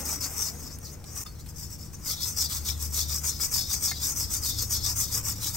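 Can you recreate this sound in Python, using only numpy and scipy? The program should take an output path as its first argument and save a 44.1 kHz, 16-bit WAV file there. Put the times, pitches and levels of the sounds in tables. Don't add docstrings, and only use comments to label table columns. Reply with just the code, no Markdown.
import sys
import numpy as np
from scipy import signal
from scipy.fft import rfft, irfft
from scipy.io import wavfile

SR = 44100
rng = np.random.default_rng(int(sys.argv[2]) if len(sys.argv) > 2 else 0)


def store_wav(level_fs):
    pcm = np.round(np.clip(np.atleast_2d(level_fs), -1, 1) * 32767)
    wavfile.write(sys.argv[1], SR, pcm.T.astype(np.int16))


N = 245195
TIME = np.arange(N) / SR
FREQ = np.fft.rfftfreq(N, 1 / SR)

# (time [s], level [dB])
RUMBLE_LEVEL = [(0, -47), (1.1, -44.5), (1.8, -42.5), (3.7, -42), (4.3, -40), (5.56, -41)]
# (frequency [Hz], gain [dB])
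RUMBLE_COLOUR = [(20, -2.5), (33, -4), (52, 5), (70, 4.5), (110, 3.5), (165, -7.5), (205, -5.5),
                 (240, -10.5), (300, -8.5), (400, -18.5), (650, -22), (1200, -26.5), (3000, -34.5),
                 (15000, -32)]

# (time [s], time to fall to 1/e [s], level [dB])
HUM_SWELLS = [(0.0, 0.51, -49), (2.9, 0.4, -37), (4.55, 0.88, -44.5)]
# (time [s], level [dB])
UPPER_HUM_LEVEL = [(0, -61.5), (4.0, -68), (4.6, -41.5), (5.56, -45.5)]
# (frequency [Hz], level [dB])
STEADY_TONES = [(53.8, -69.5), (150.3, -52), (201, -60), (473, -67)]
HUM_HZ, UPPER_HZ, HUM_REST_DB = 75.3, 107.6, -50.5

# (time [s], level [dB])
WATER_LEVEL = [(0, -39.5), (.2, -50), (.55, -47.5), (.8, -54), (1.2, -51.5), (1.4, -74)]
# (frequency [Hz], gain [dB])
WATER_COLOUR = [(150, -14), (260, -1), (330, -10.5), (430, -8.5), (700, -14.5), (1200, -20), (2100, -23.5),
                (3500, -33)]

# (time [s], level [dB], pitch struck [Hz], spread of the blow [octaves])
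CLINKS = [(1.261, -41, 1244, .2), (1.264, -47, 4180, 0.44), (2.688, -40, 2350, 0.067),
          (3.915, -31, 1990, 0.15)]
# (frequency [Hz], gain [dB], time to fade by 60 dB [s])
RIM_MODES = [(1244, 0, 0.097), (1280, -8, .07), (1813, -0.5, 0.09), (2096, -1, 0.07), (2350, 0.5, 0.13),
             (2654, -14, 0.082), (3650, -4, .07), (3600, 3, 0.1), (4440, -1, 0.28), (5200, 15, 0.055)]
# (time [s], level [dB], added treble [dB], time to fade by 60 dB [s])
KNOCKS = [(.787, -34.5, 11, 0.0075), (1.042, -29, 2, 0.0066), (1.164, -31.5, -4, 0.063),
          (1.262, -30.5, -8, 0.088), (1.461, -35.5, -3, 0.12), (1.595, -47, 16, 0.051),
          (3.243, -25, -2, 0.13), (3.399, -27.5, -8, 0.16), (3.699, -33, 9, 0.11), (3.713, -21, -2, 0.014),
          (3.741, -11.5, 1, 0.0062), (3.915, -10, -27, 0.019), (4.709, -31, 1, 0.058),
          (5.414, -35, 0, 0.098)]

# (time of fastest motion [s], length [s], effort before layer gains [dB],
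# mesh drive [dB], wet rasp before its gain [dB], where it ends [0 at the fingers to 1 at the free edge])
STROKES = [(0.0, 0.068, -34.5, -4, -32.5, 0.25), (.104, 0.12, -31.5, 2, -28, 0.11),
           (.244, 0.082, -32, 4, -26, 0.23), (.324, 0.06, -37.5, -7, -26, 0.27),
           (.429, 0.15, -31.5, 3, -30.5, 0.13), (.56, 0.11, -46.5, 4, -33, 0.22),
           (.648, 0.098, -43.5, 2, -33, 0.29), (.728, 0.067, -46.5, 6, -30, 0.023),
           (.865, 0.09, -45.5, 6.5, -36, 0.072), (.93, 0.051, -47.5, 4, -31, 0.33),
           (1.11, 0.12, -48, 6, -30, 0), (1.198, 0.1, -36.5, 1, -30.5, 0.31),
           (1.403, 0.033, -48, 2, -30, 0.12), (1.496, 0.037, -44.5, -5, -38, 0.4),
           (1.618, 0.12, -42.5, 1, -33.5, 0.2), (1.728, 0.064, -43, 0.5, -36, 0.18),
           (1.828, 0.095, -46, 4.5, -39, 0.26), (1.943, 0.03, -45.5, 5.5, -30, 0),
           (2.098, 0.091, -30, 0, -30, 1), (2.262, 0.12, -31.5, 0.5, -32, 0.069),
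           (2.412, 0.095, -27.5, 3, -32.5, 0.86), (2.543, 0.096, -31, -5.5, -28, 0.75),
           (2.686, 0.081, -30.5, -2.5, -27.5, 0.94), (2.834, 0.075, -32.5, -6.5, -32.5, 0.34),
           (2.984, 0.11, -27.5, -1, -33, .85), (3.139, 0.11, -31, .5, -31, 0.059),
           (3.279, 0.09, -29, 4.4, -32, 0.63), (3.435, 0.071, -28, 0.5, -30.5, 0.052),
           (3.568, .103, -27, 2.5, -31.5, 0.73), (3.733, 0.077, -28.5, 4.5, -33.5, 0.15),
           (3.865, 0.098, -27.5, 2.6, -31, 0.86), (4.07, 0.12, -29, -0.5, -32, 0),
           (4.203, 0.095, -29.5, -1, -35, 0.57), (4.343, 0.078, -29, 3, -33, 0.058),
           (4.47, 0.087, -27, 1, -35, 0.93), (4.61, 0.082, -28.5, 1.5, -33.5, 0.089),
           (4.737, 0.072, -27, 2, -33.5, 0.83), (4.883, 0.096, -29, 4, -30, 0.04),
           (5.005, .091, -26.5, -1, -34.5, 0.82), (5.156, 0.091, -27.5, -4.5, -29.5, .1),
           (5.286, 0.09, -29.5, -2, -28, 0.73), (5.46, 0.1, -29.5, -2, -29.5, 0.76),
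           (5.575, 0.096, -32, -11, -27, 0.96)]
# (frequency [Hz], gain [dB])
RASP_COLOUR = [(100, -20), (300, 5), (470, 14), (650, 7), (900, 15.5), (1300, 16.5), (1650, 8),
               (2200, 12.5), (2900, 6.5), (4000, -15), (8000, -17)]
# (frequency [Hz], gain [dB])
HISS_COLOUR = [(500, -22), (2500, -16), (4300, -14.5), (5200, -0.5), (6500, 4), (8300, 4), (10200, -7.5),
               (12000, 4), (14000, -3), (15700, 1.5)]
# (frequency [Hz], width [Hz], gain before the mesh level [dB])
MESH_MODES = [(3405, 93, 12.5), (3669, 46, 20.5), (3870, 124, 7), (4139, 38, 19.5), (4420, 16, 12),
              (4730, 20, 21.5), (5020, 65, 15.5), (5160, 24, 15), (5333, 52, 16), (5600, 39, 16.5),
              (5763, 65, 12.5), (6090, 30, 16.5), (6440, 94, 4), (6860, 83, 12.5), (7030, 114, 6),
              (7250, 590, 1.5), (7960, 50, -26)]
# (frequency [Hz], share [0-1])
FLEX_SHARE = [(4200, 1), (4800, 0.54), (5100, 0.52), (5600, 0.21)]
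# (flex [dB], frequency [Hz])
PATCH_PITCH = [(-27, 6180), (-16, 5440), (-11.5, 4960), (-4.5, 5040), (-4.5, 3970)]
HELD_DB, GIVE_DB = -27, 27
DRAG_DB = -13

# (frequency [Hz], shared power [0-1])
PORT_LIKENESS = [(30, .92), (65, .75), (130, .93), (300, .6), (600, .3), (1200, .74), (2300, .72),
                 (3500, .62), (5000, .48), (6800, .4), (8300, .74), (15000, .85)]
# (frequency [Hz], phase [radians])
LEFT_LEAD = [(1200, 0), (3300, 1.1), (4200, .9), (5400, -.5), (6300, .3), (7600, .8), (8700, -.2),
             (10200, -3.14), (12050, -6.28), (13750, -9.42), (15500, -12.56)]
# (frequency [Hz], left minus right [dB])
LEFT_TILT = [(30, 1.4), (65, 3.8), (130, 1.8), (300, 2.8), (1200, 2.7), (3000, 1), (4600, 4.8), (6600, 7.2),
             (7600, 3.2), (8600, 0), (15000, 0)]
EDGE_HZ = 15800


def amp(db):
    return 10 ** (np.asarray(db) / 20)


def unit(x):
    return x / np.sqrt(np.mean(x ** 2) + 1e-20)


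def curve(rows):
    return np.interp(TIME, *np.transpose(rows))


def by_stroke(column):
    return np.interp(TIME, [row[0] for row in STROKES], [row[column] for row in STROKES])


def read(points, hz=FREQ):
    table_hz, value = np.transpose(points)
    return np.interp(np.log(hz + 1), np.log(table_hz + 1), value)


def colour(x, points):
    return irfft(rfft(x) * amp(read(points)), N)


def wander(hz):
    spectrum = rfft(rng.standard_normal(N))
    return unit(irfft(spectrum / (1 + (FREQ / hz) ** 4), N))


def resonate(x, hz, width):
    r = np.exp(-np.pi * width / SR)
    if np.ndim(hz) == 0:
        pole = r * np.exp(2j * np.pi * hz / SR)
        return 2 * signal.lfilter([1 - r], [1, -pole], x).real
    turn = np.exp(2j * np.pi * np.cumsum(hz) / SR)
    return 2 * (turn * signal.lfilter([1 - r], [1, -r], x / turn)).real


def add(mix, s, sound):
    part = mix[max(round(s * SR), 0):][:len(sound)]
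    part += sound[:len(part)]


def flicks(per_s, spread_db, clump_db, clump_hz):
    size = amp(spread_db * np.minimum(rng.exponential(1, N), 5)) * rng.standard_normal(N)
    happens = rng.random(N) < per_s / SR
    clumps = amp(clump_db * wander(clump_hz))
    return unit(size * happens * clumps)


def ports(direct, diffuse):
    side = np.array([[.5], [-.5]])
    same = np.clip(read(PORT_LIKENESS), 0, 1)
    shared = np.sqrt(same) * rfft(direct) * np.exp(1j * side * read(LEFT_LEAD))
    unrelated = np.sqrt(1 - same) * rfft(diffuse)
    return irfft((shared + unrelated) * amp(side * read(LEFT_TILT)), N)


def rumble():
    noise = unit(colour(rng.standard_normal((3, N)), RUMBLE_COLOUR)) * amp(curve(RUMBLE_LEVEL))
    return ports(noise[0], noise[1:])


def hum(waver=0.13, lead=0.5):
    swells = amp(HUM_REST_DB)
    for s, width, db in HUM_SWELLS:
        swells = swells + amp(db) * np.exp(-((TIME - s) / width) ** 2)
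    tones = [(HUM_HZ, swells), (UPPER_HZ, amp(curve(UPPER_HUM_LEVEL)))]
    tones += [(hz, amp(db)) for hz, db in STEADY_TONES]
    shift = lead * np.array([[.5], [-.5]])
    total = np.zeros((2, N))
    for hz, gain in tones:
        drift = waver * hz / HUM_HZ * wander(6.8)
        phase = 2 * np.pi * (hz * TIME + rng.random()) + shift + drift
        total += np.sqrt(2) * gain * np.sin(phase)
    return total * amp([[1.6], [-1.6]])


def tub(x, t60, size=2048):
    out = np.zeros((2, N + 4 * size))
    fade = signal.windows.cosine(2 * size)
    x = np.pad(x, (size, 2 * size))
    decay = amp(-60 * TIME[:size] / t60) * (TIME[:size] > .001)
    for start in range(0, N + size, size):
        taps = rng.standard_normal((2, size)) * decay / np.linalg.norm(decay)
        piece = x[start:start + 2 * size] * fade
        echo = signal.fftconvolve(piece[None], taps, axes=1)
        out[:, start:start + echo.shape[1]] += echo
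    return out[:, size:size + N]


def slosh():
    laps = flicks(per_s=1500, spread_db=0.5, clump_db=0.5, clump_hz=30)
    return unit(colour(laps, WATER_COLOUR)) * amp(curve(WATER_LEVEL))


def clinks(size=12000):
    out, t = np.zeros(N), TIME[:size]
    for s, db, struck_hz, octaves in CLINKS:
        for hz, mode_db, t60 in RIM_MODES:
            share = np.exp(-(np.log2(hz / struck_hz) / octaves) ** 2)
            fading = amp(db + mode_db - 60 * t / t60)
            add(out, s, share * fading * np.sin(2 * np.pi * hz * t))
    return out


def knocks(size=4096):
    out = np.zeros(N)
    for s, db, bright_db, t60 in KNOCKS:
        tick = np.zeros(N)
        add(tick, s, rng.standard_normal(size) * amp(db - 60 * TIME[:size] / t60))
        out += colour(tick, [(200, -48), (900, -5.5), (2000, -9), (10000, bright_db - 5.5)])
    return out


def flexing():
    s, length, *_, end = np.transpose(STROKES)
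    starts, stops = s - length / 2, s + length / 2
    turns = np.append((stops[:-1] + starts[1:]) / 2, stops[-1])
    index = np.arange(len(s))
    done, part = np.divmod(np.interp(TIME, turns, index), 1)
    smooth_part = (1 - np.cos(np.pi * part)) / 2
    place = np.interp(done + smooth_part, index, end)
    return HELD_DB + GIVE_DB * place


def effort(bite=3.96, release=3.1, unsteady_db=0.97):
    power = amp(by_stroke(2) + DRAG_DB) ** 2
    for s, length, db, *_ in STROKES:
        away = np.minimum(2 * abs(TIME - s) / length, 3)
        steepness = np.where(TIME < s, bite, release)
        power = power + amp(db) ** 2 * np.exp(-2 * away ** steepness)
    return np.sqrt(power) * amp(unsteady_db * wander(45))


def rasp(force, flex_db, rasp_db=-2.0, growth=0.71, softening=0.15):
    grains = flicks(per_s=4000, spread_db=1.8, clump_db=1.64, clump_hz=111)
    wet_db = by_stroke(4) - softening * flex_db
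    return amp(rasp_db) * colour(grains * force ** growth * amp(wet_db), RASP_COLOUR)


def mesh_ring(ringing, flex_db):
    mesh = np.zeros(N)
    for k, (hz, width, db) in enumerate(MESH_MODES):
        mode_drive = ringing * amp(db + read(FLEX_SHARE, hz) * flex_db)
        mesh += (-1) ** k * resonate(mode_drive, hz, width)
    return mesh


def patch_ring(ringing, flex_db, pass_width=1040, overtone=1.4, overtone_db=-6.0, stray=0.096):
    patch_hz = np.interp(flex_db, *np.transpose(PATCH_PITCH)) * (1 + stray * wander(8.6))
    patch = np.zeros(N)
    for hz, db in [(patch_hz, 0), (overtone * patch_hz, overtone_db)]:
        once = resonate(ringing, hz, pass_width)
        patch += amp(db) * resonate(once, hz, pass_width)
    return patch


def scrub(force, flex_db, hiss_db=0.87, mesh_db=-2.0, patch_db=3.5):
    drive = force * flicks(per_s=16000, spread_db=-0.3, clump_db=1.5, clump_hz=237)
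    ringing = drive * amp(by_stroke(3))
    hiss = amp(hiss_db) * colour(drive, HISS_COLOUR)
    mesh = amp(mesh_db) * mesh_ring(ringing, flex_db)
    patch = amp(patch_db) * patch_ring(ringing, flex_db)
    return hiss + mesh + patch


def dip():
    return curve([(1.236, 1), (1.241, .12), (1.247, .2), (1.262, 1)])


def scene():
    background = rumble() + hum()
    flex_db = flexing()
    force = effort()
    work = slosh() + clinks() + knocks() + rasp(force, flex_db) + scrub(force, flex_db)
    return (background + ports(work, tub(work, t60=0.042))) * dip()


def record(dry):
    lowpass = signal.firwin(801, EDGE_HZ, window=("kaiser", 9), fs=SR)
    return signal.oaconvolve(dry, lowpass[None], "same")


dry = scene()
out = record(dry)
store_wav(out)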